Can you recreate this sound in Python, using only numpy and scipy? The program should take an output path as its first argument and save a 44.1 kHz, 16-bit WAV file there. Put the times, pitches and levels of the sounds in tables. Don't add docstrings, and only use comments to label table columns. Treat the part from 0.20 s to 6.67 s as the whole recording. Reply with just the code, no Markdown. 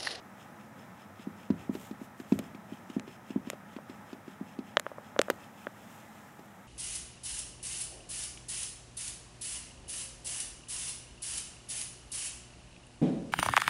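import sys
import numpy as np
from scipy import signal
from scipy.fft import rfft, irfft
from scipy.io import wavfile
from scipy.ndimage import uniform_filter1d

SR = 44100
rng = np.random.default_rng(int(sys.argv[2]) if len(sys.argv) > 2 else 0)


def to_wav(s):
    ch = np.atleast_2d(s).T
    pcm = np.round(np.clip(ch, -1, 1) * 32767)
    wavfile.write(sys.argv[1], SR, pcm.astype(np.int16))


N = 285371
TIME = np.arange(N) / SR
HIT_TIME = np.arange(SR // 4) / SR

# (time [s],
# level [dB], floor panel pitch [Hz], scuff level [dB])
BUMPS = [(0.995, -40, 240, -57), (1.071, -26, 233, -77), (1.303, -14, 237, -44.5),
         (1.4945, -19.5, 243, -66), (1.552, -27.5, 330, -45.5), (1.711, -29, 256, -51),
         (1.8146, -31.5, 251, -64.5), (2, -30.5, 284, -47), (2.122, -11, 243, -40.5),
         (2.194, -27, 240, -45.5), (2.3477, -36, 262, -50.5), (2.522, -30, 244, -62),
         (2.6994, -34, 263, -48.5), (2.7655, -19.5, 244, -68), (2.878, -36, 323, -50),
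         (3.1046, -28.5, 262, -50), (3.16, -18, 241, -64), (3.2722, -30, 244, -53), (3.332, -43, 338, -53),
         (3.5643, -31, 253, -47), (3.6965, -34, 287, -50), (3.93, -31, 286, -48), (4.0794, -32.5, 288, -53),
         (4.2107, -28.5, 240, -72), (4.389, -25, 264, -49), (4.99, -28, 357, -50), (5.101, -22, 370, -32.5),
         (5.469, -36, 350, -70), (6.193, -41, 360, -55.5)]
# (pitch [Hz], time to fade by 60 dB [s], gain [dB])
CABIN_TONES = [(99.7, 0.66, 20.5), (169.3, 0.3, 3), (209, 0.059, 7), (263, 0.067, 6), (331.2, 0.15, 3.5),
               (391.6, 0.079, 4.5), (684, 0.044, 13), (990, 0.034, 29.5)]
# (delay [s], gain [dB])
CABIN_ECHOES = [(0.0163, -23), (0.0349, -20)]
# (time [s], level [dB], contact time [ms], rebound delay [ms])
PEDAL_CLICKS = [(2.189, -35.5, 0.49, 0.86), (2.191, -19.5, 0.042, 0.66), (2.7972, -24.5, 0.066, 0.6),
                (3.3015, -14.5, 0.048, 0.64), (3.3328, -31.5, 0.47, 0.81), (3.587, -34.5, 0.56, 0.33),
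                (4.5706, -1.5, 0.12, 0.41), (4.5974, -12.5, 0.047, 0.35), (4.6657, -20, 0.29, 0.43),
                (4.7166, -32.5, 0.52, 0.36), (4.7836, -29.5, 0.49, 0.36), (4.9637, -22.5, 0.37, 0.5),
                (4.992, -5, 0.085, 0.396), (4.9935, -11, 0.96, 0.78), (5.0162, -7, 0.056, 0.29),
                (5.084, -25.5, 0.4, 0.91), (5.1012, -12, 0.28, 0.41), (5.102, -14, 0.038, 0.865),
                (5.103, -20, 0.76, 0.63), (5.4696, -21, 0.25, 0.43)]
# (pitch [Hz], width [Hz], gain [dB])
PLASTIC_TONES = [(597, 117, 14.5), (1210, 680, 4), (1836, 1170, 6.5), (3020, 900, 2), (7060, 3400, 2),
                 (12300, 3000, 4.5)]
# (first stroke [s], last stroke [s], first effort [dB], last effort [dB])
STROKE_RUNS = [(0.218, 0.41, -65.5, -71), (0.612, 1.417, -66.5, -64), (1.61, 2.25, -79, -64),
               (2.54, 3.298, -63.5, -62), (3.531, 4.49, -65.5, -65.5), (4.688, 5.414, -69.5, -63.5),
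               (5.62, 5.987, -69, -71)]
# (pitch [Hz], base width [Hz], gain [dB])
LINKAGE_TONES = [(2625, 480, 4.5), (3055, 560, 2), (5290, 120, 0.5), (6530, 2700, -8.5)]
# (time [s], level [dB], half length [s])
SHOE_SLIDES = [(1.548, -55.5, 0.013), (1.633, -56, 0.056), (1.84, -61.5, 0.02), (2, -62, 0.019),
               (2.129, -57, 0.036), (5.128, -67, 0.044), (5.73, -65.5, 0.042), (5.94, -65, 0.55)]
# (frequency [Hz], relative level [dB])
CLOTH_COLOUR = [(1500, 3), (3200, 4), (4500, -5.5), (5600, -2.5), (7400, 2), (9800, -5.5), (12000, -2),
                (15500, -7)]
# (frequency [Hz], relative level [dB])
BACKGROUND_COLOUR = [(15, -58), (25, -39), (81, -12.5), (207, 2.5), (278, -4.5), (427, -10.5), (573, -7),
                     (833, -7), (1120, -9.5), (1310, -10.5), (1500, -12), (1810, -12), (2930, -25),
                     (9270, -32), (15000, -34)]
# (frequency [Hz], width [Hz], gain [dB])
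FOOTWELL_BANDS = [(102, 39, 7), (166, 9, -7.5), (204, 87, 2), (398, 67, -2.5), (833, 58, 4.5),
                  (1110, 64, -2.5), (1286, 69, 5.5), (1870, 210, 1), (4470, 580, -7.5)]
# (time [s], gain [dB])
BACKGROUND_FADE = [(5.8, 0), (6.3, -1.3)]


def pedal_bumps(band_ratio=1.34, cushion_hz=560, lead_s=0.00065, scuff_s=0.0052, scuff_db=1,
                rumble_s=0.11, rumble_db=-30):
    out = np.zeros(N)
    push = butter(tap(), cushion_hz, "lowpass", order=3)
    for s, db, hz, contact_db in BUMPS:
        rumble_noise, scuff_noise = rng.standard_normal((2, len(HIT_TIME)))
        panel = butter(push, [hz / band_ratio, hz * band_ratio], "bandpass")
        cabin = sum(undb(gain_db) * resonate(panel, tone_hz, np.log(1000) / (np.pi * fade_s))
                    for tone_hz, fade_s, gain_db in CABIN_TONES)
        boom = (panel + cabin) / np.abs(panel + cabin).max()
        rumble = unit(butter(rumble_noise, [80, 330], "bandpass")) * np.exp(-HIT_TIME / rumble_s)
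        add(out, s - lead_s, undb(db) * (boom + undb(rumble_db) * rumble))
        for delay_s, echo_db in CABIN_ECHOES:
            add(out, s - lead_s + delay_s, undb(db + echo_db) * boom)
        scuff = unit(butter(scuff_noise, [600, 3600], "bandpass")) * np.exp(-HIT_TIME / scuff_s)
        add(out, s, undb(contact_db + scuff_db) * scuff)
    return out


def pedal_clicks(rebound=0.38, tail_db=-13, tail_s=0.0016, lead_s=0.00018):
    out = np.zeros(N)
    freqs = np.fft.rfftfreq(len(HIT_TIME), 1 / SR)
    for s, db, contact_ms, rebound_ms in PEDAL_CLICKS:
        push = butter(tap(), 1000 / (2 * contact_ms), "lowpass", order=4)
        delay = np.exp(-2j * np.pi * freqs * rebound_ms / 1000)
        push = push - rebound * irfft(rfft(push) * delay, len(push))
        ring = sum(undb(gain_db) * resonate(push, hz, width) for hz, width, gain_db in PLASTIC_TONES)
        scatter = rng.standard_normal(len(HIT_TIME)) * np.exp(-HIT_TIME / tail_s)
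        scattered = signal.fftconvolve(ring, scatter / np.linalg.norm(scatter))[:len(ring)]
        tail = butter(scattered, 620, "highpass")
        add(out, s - lead_s, undb(db) * (ring + undb(tail_db) * tail) / np.abs(ring).max())
    return out


def pedal_speed(stroke_gap_s=0.195, half_stroke_s=0.034):
    speed = np.zeros(N)
    for first_s, last_s, first_db, last_db in STROKE_RUNS:
        count = round((last_s - first_s) / stroke_gap_s) + 1
        for s, db in np.linspace((first_s, first_db), (last_s, last_db), count):
            speed += undb(db) * swell(s, half_stroke_s)
    return speed


def linkage_rub(speed, grain_db=3.0, gain_db=3, shift_db=1.1):
    friction = rng.standard_normal(N) * undb(grain_db * wander(320))
    rub = np.zeros(N)
    for hz, width, db in LINKAGE_TONES:
        band = resonate(friction, hz, 1.4 * width)
        band = resonate(band, hz, 1.4 * width)
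        rub += undb(db + shift_db * wander(6.5)) * band
    return undb(gain_db) * speed * unit(rub)


def cloth_rustle(speed, grain_db=1.5, stroke_db=-4):
    slides = sum(undb(db) * swell(s, half_s) for s, db, half_s in SHOE_SLIDES)
    movement = undb(stroke_db) * speed + slides
    return noise(CLOTH_COLOUR) * movement * undb(grain_db * wander(400))


def background(level_db=-51.44, waver_db=0.44):
    drift_db = np.interp(TIME, *np.transpose(BACKGROUND_FADE)) + waver_db * wander(5.1)
    return noise(BACKGROUND_COLOUR, FOOTWELL_BANDS) * undb(level_db + drift_db)


def undb(db):
    return 10 ** (np.asarray(db) / 20)


def unit(x):
    return x / np.sqrt(np.mean(x ** 2))


def add(track, s, sound):
    start = max(int(s * SR), 0)
    part = sound[:N - start]
    track[start:start + len(part)] += part


def butter(x, hz, kind, order=2):
    return signal.sosfilt(signal.butter(order, np.minimum(hz, .45 * SR), kind, fs=SR, output="sos"), x)


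def resonate(x, hz, width):
    return signal.lfilter(*signal.iirpeak(hz, hz / width, fs=SR), x)


def noise(colour, bands=()):
    freqs = np.maximum(np.fft.rfftfreq(N, 1 / SR), 1)
    hz, db = np.transpose(colour)
    curve_db = np.interp(np.log(freqs), np.log(hz), db)
    for centre, width, gain_db in bands:
        curve_db += gain_db / (1 + (2 * (freqs - centre) / width) ** 2)
    return unit(irfft(rfft(rng.standard_normal(N)) * undb(curve_db), N))


def wander(rate_hz):
    step = max(int(SR / rate_hz), 1)
    stairs = np.repeat(rng.standard_normal(N // step + 1), step)
    return unit(uniform_filter1d(stairs, step)[:N])


def tap():
    return signal.unit_impulse(len(HIT_TIME)) + 1e-18


def swell(s, half_s):
    return np.exp(-((TIME - s) / half_s) ** 2 / 2)


def scene():
    speed = pedal_speed()
    mix = pedal_bumps() + pedal_clicks() + linkage_rub(speed) + cloth_rustle(speed) + background()
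    return mix[None, :]


def record(dry, bass_hz=45, top_hz=15600):
    thin = butter(dry, bass_hz, "highpass")
    return signal.sosfilt(signal.ellip(8, .2, 70, top_hz, fs=SR, output="sos"), thin)


dry = scene()
out = record(dry)
to_wav(out)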